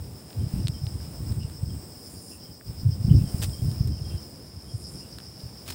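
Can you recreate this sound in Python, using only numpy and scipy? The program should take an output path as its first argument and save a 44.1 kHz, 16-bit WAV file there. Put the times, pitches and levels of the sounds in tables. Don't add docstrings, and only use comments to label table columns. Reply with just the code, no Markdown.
import sys
import numpy as np
from scipy import signal
from scipy.fft import rfft, irfft, next_fast_len
from scipy.io import wavfile
from scipy.ndimage import uniform_filter1d

SR = 44100
rng = np.random.default_rng(int(sys.argv[2]) if len(sys.argv) > 2 else 0)


def wav_out(sig):
    wavfile.write(sys.argv[1], SR, np.round(np.clip(np.atleast_2d(sig).T, -1, 1) * 32767).astype(np.int16))


N = 253262

# freq_hz, density_db
HUSH_SPECTRUM = [(30, -44), (60, -9.5), (140, -3), (237, -5.5), (312, -7), (751, -17), (1300, -25),
                 (2150, -29), (4240, -30.5), (6330, -34), (9000, -26), (12100, -37), (16000, -26)]
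# time_s, level_db
HUSH_LEVEL = [(0, -47.5), (.6, -46.5), (2.05, -45), (2.65, -48), (3.05, -44.5), (3.9, -46), (4.55, -49),
              (4.95, -44), (5.25, -49.5), (5.74, -46.5)]
# time_s, level_db
GUST_LEVEL = [(0, -41), (.17, -42.5), (.34, -54), (.42, -29), (.75, -35), (1.1, -41), (1.3, -34.5),
              (1.5, -38), (1.8, -43.5), (2.5, -50), (2.75, -41), (2.97, -34), (3.15, -16.5), (3.31, -34.5),
              (3.85, -31.5), (4.12, -35.5), (4.22, -43.5), (4.6, -51), (4.85, -45), (5.6, -47.5),
              (5.74, -42)]
# freq_hz, density_db
EDDY_SPECTRUM = [(15, -48), (30, -31), (57, -4), (80, 0), (120, -3.5), (168, -8.5), (318, -21.5),
                 (490, -38), (900, -75)]
# time_s, peak_db, width_ms
BUFFETS = [(0.391, -20, 29), (0.444, -20, 8.1), (0.469, -21, 10.3), (0.541, -14.5, 5.1),
           (0.564, -18.5, 4.6), (0.61, -22.5, 17), (0.655, -16.5, 13.8), (0.7, -17, 11.5), (.729, -26, 7.7),
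           (.822, -24.5, 6.3), (0.841, -19, 12), (0.874, -23, 13.4), (0.959, -21, 11.8), (1.285, -27, 17.5),
           (1.321, -21.5, 19), (1.38, -20, 17), (1.418, -27, 17), (1.451, -20, 9.2), (1.636, -17, 10),
           (2.696, -26.5, 16.3), (2.836, -22.5, 5.1), (2.867, -10.5, 20), (2.894, -13, 13.9),
           (2.929, -22, 20), (3.01, -20.5, 20.5), (3.051, -12, 8.7), (3.084, -10.5, 5.3), (3.116, -2.5, 11),
           (3.178, -13.5, 18), (3.217, -14, 7.5), (3.242, -13.5, 5.1), (3.265, -23, 6.2),
           (3.347, -13.5, 5.6), (3.4, -22.5, 8.9), (3.444, -22, 25), (3.488, -21.5, 11), (3.598, -26, 8.2),
           (3.63, -20.5, 16.5), (3.655, -16.5, 9.2), (3.688, -18, 9), (3.811, -10.5, 9.1),
           (3.861, -17, 13.3), (3.939, -25.5, 25.4), (4.02, -21.5, 14), (4.09, -26.5, 10.4),
           (4.154, -23, 31), (4.752, -22.5, 21), (5.44, -27.5, 9.4), (5.462, -27, 13.5)]
# centre_hz, width_hz, gain_db
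TYMBAL_MODES = [(4910, 220, 2), (5095, 300, 7), (5222, 354, 8), (5374, 160, -1.5)]
# time_s, level_db
DRONE_LEVEL = [(0, -55.5), (.3, -54), (.65, -50.5), (1.2, -52), (1.8, -52.5), (2.1, -49), (2.65, -53),
               (2.9, -50), (3.35, -46.5), (3.9, -48), (4.3, -50), (4.62, -52.5), (4.85, -48.5), (5.25, -48),
               (5.55, -48.5), (5.74, -49.5)]
# middle_s, length_s, crest_s, pump_hz, depth_db
THROB_BOUTS = [(.1, .6, .18, 7.8, 5), (1.3, 1.6, 1.16, 7.5, 6.5), (2.75, 1.9, 2.803, 8.05, 10.5),
               (4.2, 1.1, 4.215, 7.6, 5), (5.0, .9, 5.129, 7.4, 9), (5.6, .55, 5.59, 7.6, 5)]
# time_s, low_db, high_db
CHORUS_LEVELS = [(0.0, -66, -59), (0.38, -61.5, -62), (1.93, -56.5, -56), (2.19, -61, -57),
                 (2.61, -60, -57), (3.1, -62, -56), (3.49, -51.5, -54), (3.77, -67, -57), (3.97, -68, -63),
                 (4.3, -65, -63), (4.44, -77, -69), (4.68, -66, -74), (4.87, -55, -66), (5.2, -69, -74),
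                 (5.5, -74, -67), (5.74, -59, -56)]
# centre_hz, width_hz, gain_db
CHORUS_LOW_MODES = [(8260, 930, 0)]
CHORUS_HIGH_MODES = [(14400, 1600, -8.5), (15470, 640, 1)]
# centre_hz, width_hz, gain_db
SWELL_MODES = [(7430, 730, 0), (9010, 2260, 4), (10250, 1400, -0.5)]
# start_s, break_off_s, top_db
SWELL_CALLS = [(.6, 1.0, -60), (1.89, 2.365, -49), (3.043, 3.73, -54), (3.9, 4.222, -60),
               (4.6, 5.027, -51.5)]
# pitch_hz, gain_db, t60_ms
GRIP_MODES = [(1700, 0.5, 4.8), (2960, -5.5, 2.8), (4020, 9.5, 1.85), (6300, -2.5, 2.5), (8470, 5, 4.6),
              (12900, 5.5, 5.9)]
# start_s, peak_db, centre_hz, spread_octaves
GRIP_CLICKS = [(.306, -35.5, 2600, 0.33), (.33, -35.5, 3200, 0.4), (0.6719, -18.5, 4000, 0.23),
               (0.6828, -18, 5430, 0.57), (0.868, -27.5, 3280, 0.33), (1.004, -43, 1500, 0.43),
               (1.3224, -35, 3000, 1.1), (1.433, -36, 3000, 0.48), (1.4985, -37, 2500, 0.73),
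               (2.611, -38.5, 1500, .3), (3.496, -37, 4200, .2), (3.715, -33, 4000, 1.1),
               (3.8736, -30.5, 9000, 0.7), (4.675, -45, 2500, .8), (5.1858, -26.5, 3000, 1.2),
               (5.2024, -32, 2600, 0.36), (5.4042, -37, 3600, .4)]
# start_s, length_s, pitch_hz, level_db
BIRD_WHISTLES = [(.39, .026, 3280, -60), (.735, .027, 3260, -55), (.78, .02, 3300, -60),
                 (1.69, .03, 3290, -60), (1.73, .025, 3200, -67), (2.4, 0.023, 3260, -64),
                 (2.45, 0.015, 3300, -59), (2.475, .018, 3190, -60), (2.92, 0.021, 3280, -60),
                 (3.245, 0.045, 3250, -58), (3.525, 0.03, 3300, -53), (3.578, .033, 3320, -60),
                 (3.695, .015, 3280, -59), (3.91, 0.042, 3200, -61), (4.04, .03, 3350, -58),
                 (4.092, .04, 3270, -55), (4.135, 0.042, 3300, -59), (4.648, .03, 3230, -65),
                 (4.68, 0.036, 3310, -61)]
# start_s, length_s, pitch_hz, level_db
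BIRD_RASPS = [(.55, .06, 2650, -59), (1.4, 0.043, 2760, -54.5), (2.31, 0.046, 2680, -55),
              (3.093, 0.028, 2820, -48), (3.185, 0.035, 2560, -56), (3.972, .025, 2720, -60),
              (4.105, 0.025, 2670, -55), (5.0, .056, 2690, -59)]
# freq_hz, density_db
CLOTH_SPECTRUM = [(500, 1), (1500, -3.5), (4200, 1.5), (6500, -3.5), (8500, -0.5), (12000, -8.5),
                  (15000, -4)]
# start_s, length_s, level_db
CLOTH_RUSTLES = [(3.418, 0.024, -34), (3.437, 0.021, -39.5), (3.877, 0.015, -53.5), (5.661, 0.023, -52),
                 (5.677, .05, -41.5)]


def undb(db):
    return 10 ** (np.asarray(db) / 20)


def unit(x):
    return x / np.sqrt(np.mean(x ** 2))


def curves(table):
    times, *columns = np.transpose(table)
    return [np.interp(np.arange(N) / SR, times, column) for column in columns]


def coloured(spectrum):
    size = next_fast_len(N)
    hz, db = np.transpose(spectrum)
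    bin_hz = np.arange(size // 2 + 1) * SR / size
    gain = undb(np.interp(np.log(bin_hz + 1), np.log(hz), db))
    return unit(irfft(rfft(rng.standard_normal(size)) * gain, size)[:N])


def ring(x, modes):
    out = 0
    for hz, width_hz, db in modes:
        b, a = signal.iirpeak(hz, hz / width_hz, fs=SR)
        out = out + undb(db) * signal.lfilter(b, a, signal.lfilter(b, a, x))
    return out


def wander(rate_hz):
    hold = int(SR / rate_hz)
    steps = np.repeat(rng.standard_normal(N // hold + 1), hold)
    return unit(uniform_filter1d(uniform_filter1d(steps, hold), hold)[:N])


def add(out, start_s, piece):
    i = max(int(start_s * SR), 0)
    out[i:i + len(piece)] += piece[:N - i]


def leaves_and_sea():
    hush = coloured(HUSH_SPECTRUM)
    sea = signal.sosfiltfilt(signal.butter(2, 1000., fs=SR, output="sos"), hush)
    leaves = undb(1.26 * wander(9)) * (hush - sea)
    return undb(curves(HUSH_LEVEL)[0]) * (sea + leaves)


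def wind_on_microphone(deep_hz=75.4, lull_db=-41, buffet_hz=114.03, scatter_hz=9.17):
    gust_db, eddies = curves(GUST_LEVEL)[0], coloured(EDDY_SPECTRUM)
    deep = signal.sosfiltfilt(signal.butter(2, deep_hz, fs=SR, output="sos"), eddies)
    deep_db = 0.7 * np.minimum(gust_db - lull_db, 0)
    out = undb(gust_db + 4.1 * wander(30)) * (eddies - deep + undb(deep_db) * deep)
    t = np.arange(-SR // 10, SR // 10) / SR
    for time_s, peak_db, width_ms in BUFFETS:
        phase, chance = rng.random(2)
        widths = t / (width_ms / 1000)
        envelope = undb(peak_db) * np.exp(-np.log(16) * widths ** 2)
        hz = buffet_hz + 1.14 * (peak_db + 20) - 0.888 * (width_ms - 10)
        pitch_hz = (hz + scatter_hz * (2 * chance - 1)) * np.exp(-.3 * np.tanh(widths))
        add(out, time_s - .1, envelope * np.cos(2 * np.pi * (np.cumsum(pitch_hz) / SR + phase)))
    return out


def tymbal_buzz(twitch_hz, burst, blur):
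    phase = np.cumsum(twitch_hz * (1 + 0.012 * wander(6))) / SR % 1
    return (blur + np.exp(-phase / burst)) * rng.standard_normal(N)


def throbbing_cicadas(waver_db=2):
    t, level_db = np.arange(N) / SR, curves(DRONE_LEVEL)[0]
    for middle_s, length_s, crest_s, pump_hz, depth_db in THROB_BOUTS:
        in_step = np.cos(np.pi * np.clip((t - middle_s) / length_s, -.5, .5))
        level_db += depth_db / 2 * in_step * np.cos(2 * np.pi * pump_hz * (t - crest_s))
    song = tymbal_buzz(twitch_hz=106., burst=0.51, blur=0.66)
    song += 0.74 * tymbal_buzz(twitch_hz=113., burst=0.44, blur=0.6)
    waver = np.array([wander(22.01) for _ in TYMBAL_MODES])
    gains = undb(waver_db * (waver - waver.mean(axis=0)))
    drums = sum(gain * ring(song, [mode]) for gain, mode in zip(gains, TYMBAL_MODES))
    return undb(level_db) * unit(drums)


def far_chorus():
    low_db, high_db = curves(CHORUS_LEVELS)
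    low = undb(low_db + 1.3 * wander(9.3)) * unit(ring(rng.standard_normal(N), CHORUS_LOW_MODES))
    high_gain = undb(high_db + 1.2 * wander(25))
    pulses = tymbal_buzz(twitch_hz=48., burst=0.54, blur=1.2)
    return low + high_gain * unit(ring(pulses, CHORUS_HIGH_MODES))


def swelling_cicada(rest_db=-62.5, rise_share=0.46, sag_db=1, break_s=.025, rib_hz=350.):
    t, level_db = np.arange(N) / SR, np.full(N, rest_db)
    for start_s, end_s, top_db in SWELL_CALLS:
        times = [start_s, start_s + rise_share * (end_s - start_s), end_s, end_s + break_s]
        call_db = np.interp(t, times, [rest_db, top_db, top_db - sag_db, rest_db])
        level_db = np.maximum(level_db, call_db)
    ribs = 1 + 0.45 * np.cos(2 * np.pi * rib_hz * t)
    song = ribs * tymbal_buzz(twitch_hz=102., burst=0.43, blur=0.49)
    return undb(level_db) * unit(ring(song, SWELL_MODES))


def grip_clicks():
    out, t = np.zeros(N), np.arange(SR // 50) / SR
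    hz, gain_db, t60_ms = np.transpose(GRIP_MODES)[:, :, None]
    attack = 1 - np.exp(-t / .0001)
    modes = attack * undb(gain_db - 60 * t / (t60_ms / 1000)) * np.sin(2 * np.pi * hz * t)
    for start_s, peak_db, centre_hz, spread_octaves in GRIP_CLICKS:
        weights = np.exp(-.5 * (np.log2(hz / centre_hz) / spread_octaves) ** 2)
        tick = np.sum(weights * modes, axis=0)
        add(out, start_s, undb(peak_db) * tick / np.max(np.abs(tick)))
    return out


def far_birds(whistle_slur_hz=-170, rasp_slur_hz=120, flutter_hz=182.):
    out, waver = np.zeros(N), 0.0097 * wander(150)
    for notes, slur_hz, harsh in ((BIRD_WHISTLES, whistle_slur_hz, 0), (BIRD_RASPS, rasp_slur_hz, .85)):
        for start_s, length_s, pitch_hz, level_db in notes:
            t = np.arange(int(length_s * SR)) / SR
            hz = pitch_hz + slur_hz * (1 - (1 - t / length_s) ** 1.28)
            hz *= 1 + (1 + 2 * harsh) * waver[int(start_s * SR):][:len(t)]
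            flutter = unit(np.exp(1.3 * harsh * np.cos(2 * np.pi * flutter_hz * t)))
            envelope = undb(level_db) * np.sin(np.pi * t / length_s) ** 0.25
            add(out, start_s, envelope * flutter * np.sin(2 * np.pi * np.cumsum(hz) / SR))
    slope_tail = np.exp(-np.arange(SR // 8) / SR / 0.03) * rng.standard_normal(SR // 8)
    return out + undb(-30.5) * signal.fftconvolve(out, slope_tail)[:N]


def clothes():
    out = np.zeros(N)
    cloth = coloured(CLOTH_SPECTRUM) * undb(3.6 * wander(400))
    for start_s, length_s, level_db in CLOTH_RUSTLES:
        progress = np.arange(int(1.3 * length_s * SR)) / SR / length_s
        envelope = undb(level_db) * np.minimum(progress / 0.019, 1) / (1 + progress ** 6)
        add(out, start_s, envelope * cloth[int(start_s * SR):][:len(progress)])
    return out


def scene():
    flicker = undb(1.13 * wander(5.76) + 0.82 * wander(24.93))
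    hillside = throbbing_cicadas() + flicker * (swelling_cicada() + far_chorus() + leaves_and_sea())
    distant_birds = far_birds()
    close_up = wind_on_microphone() + grip_clicks() + clothes()
    return (hillside + distant_birds + close_up)[None]


def record(dry):
    return signal.sosfilt(signal.ellip(10, .2, 80, 15750, fs=SR, output="sos"), dry)


dry = scene()
out = record(dry)
wav_out(out)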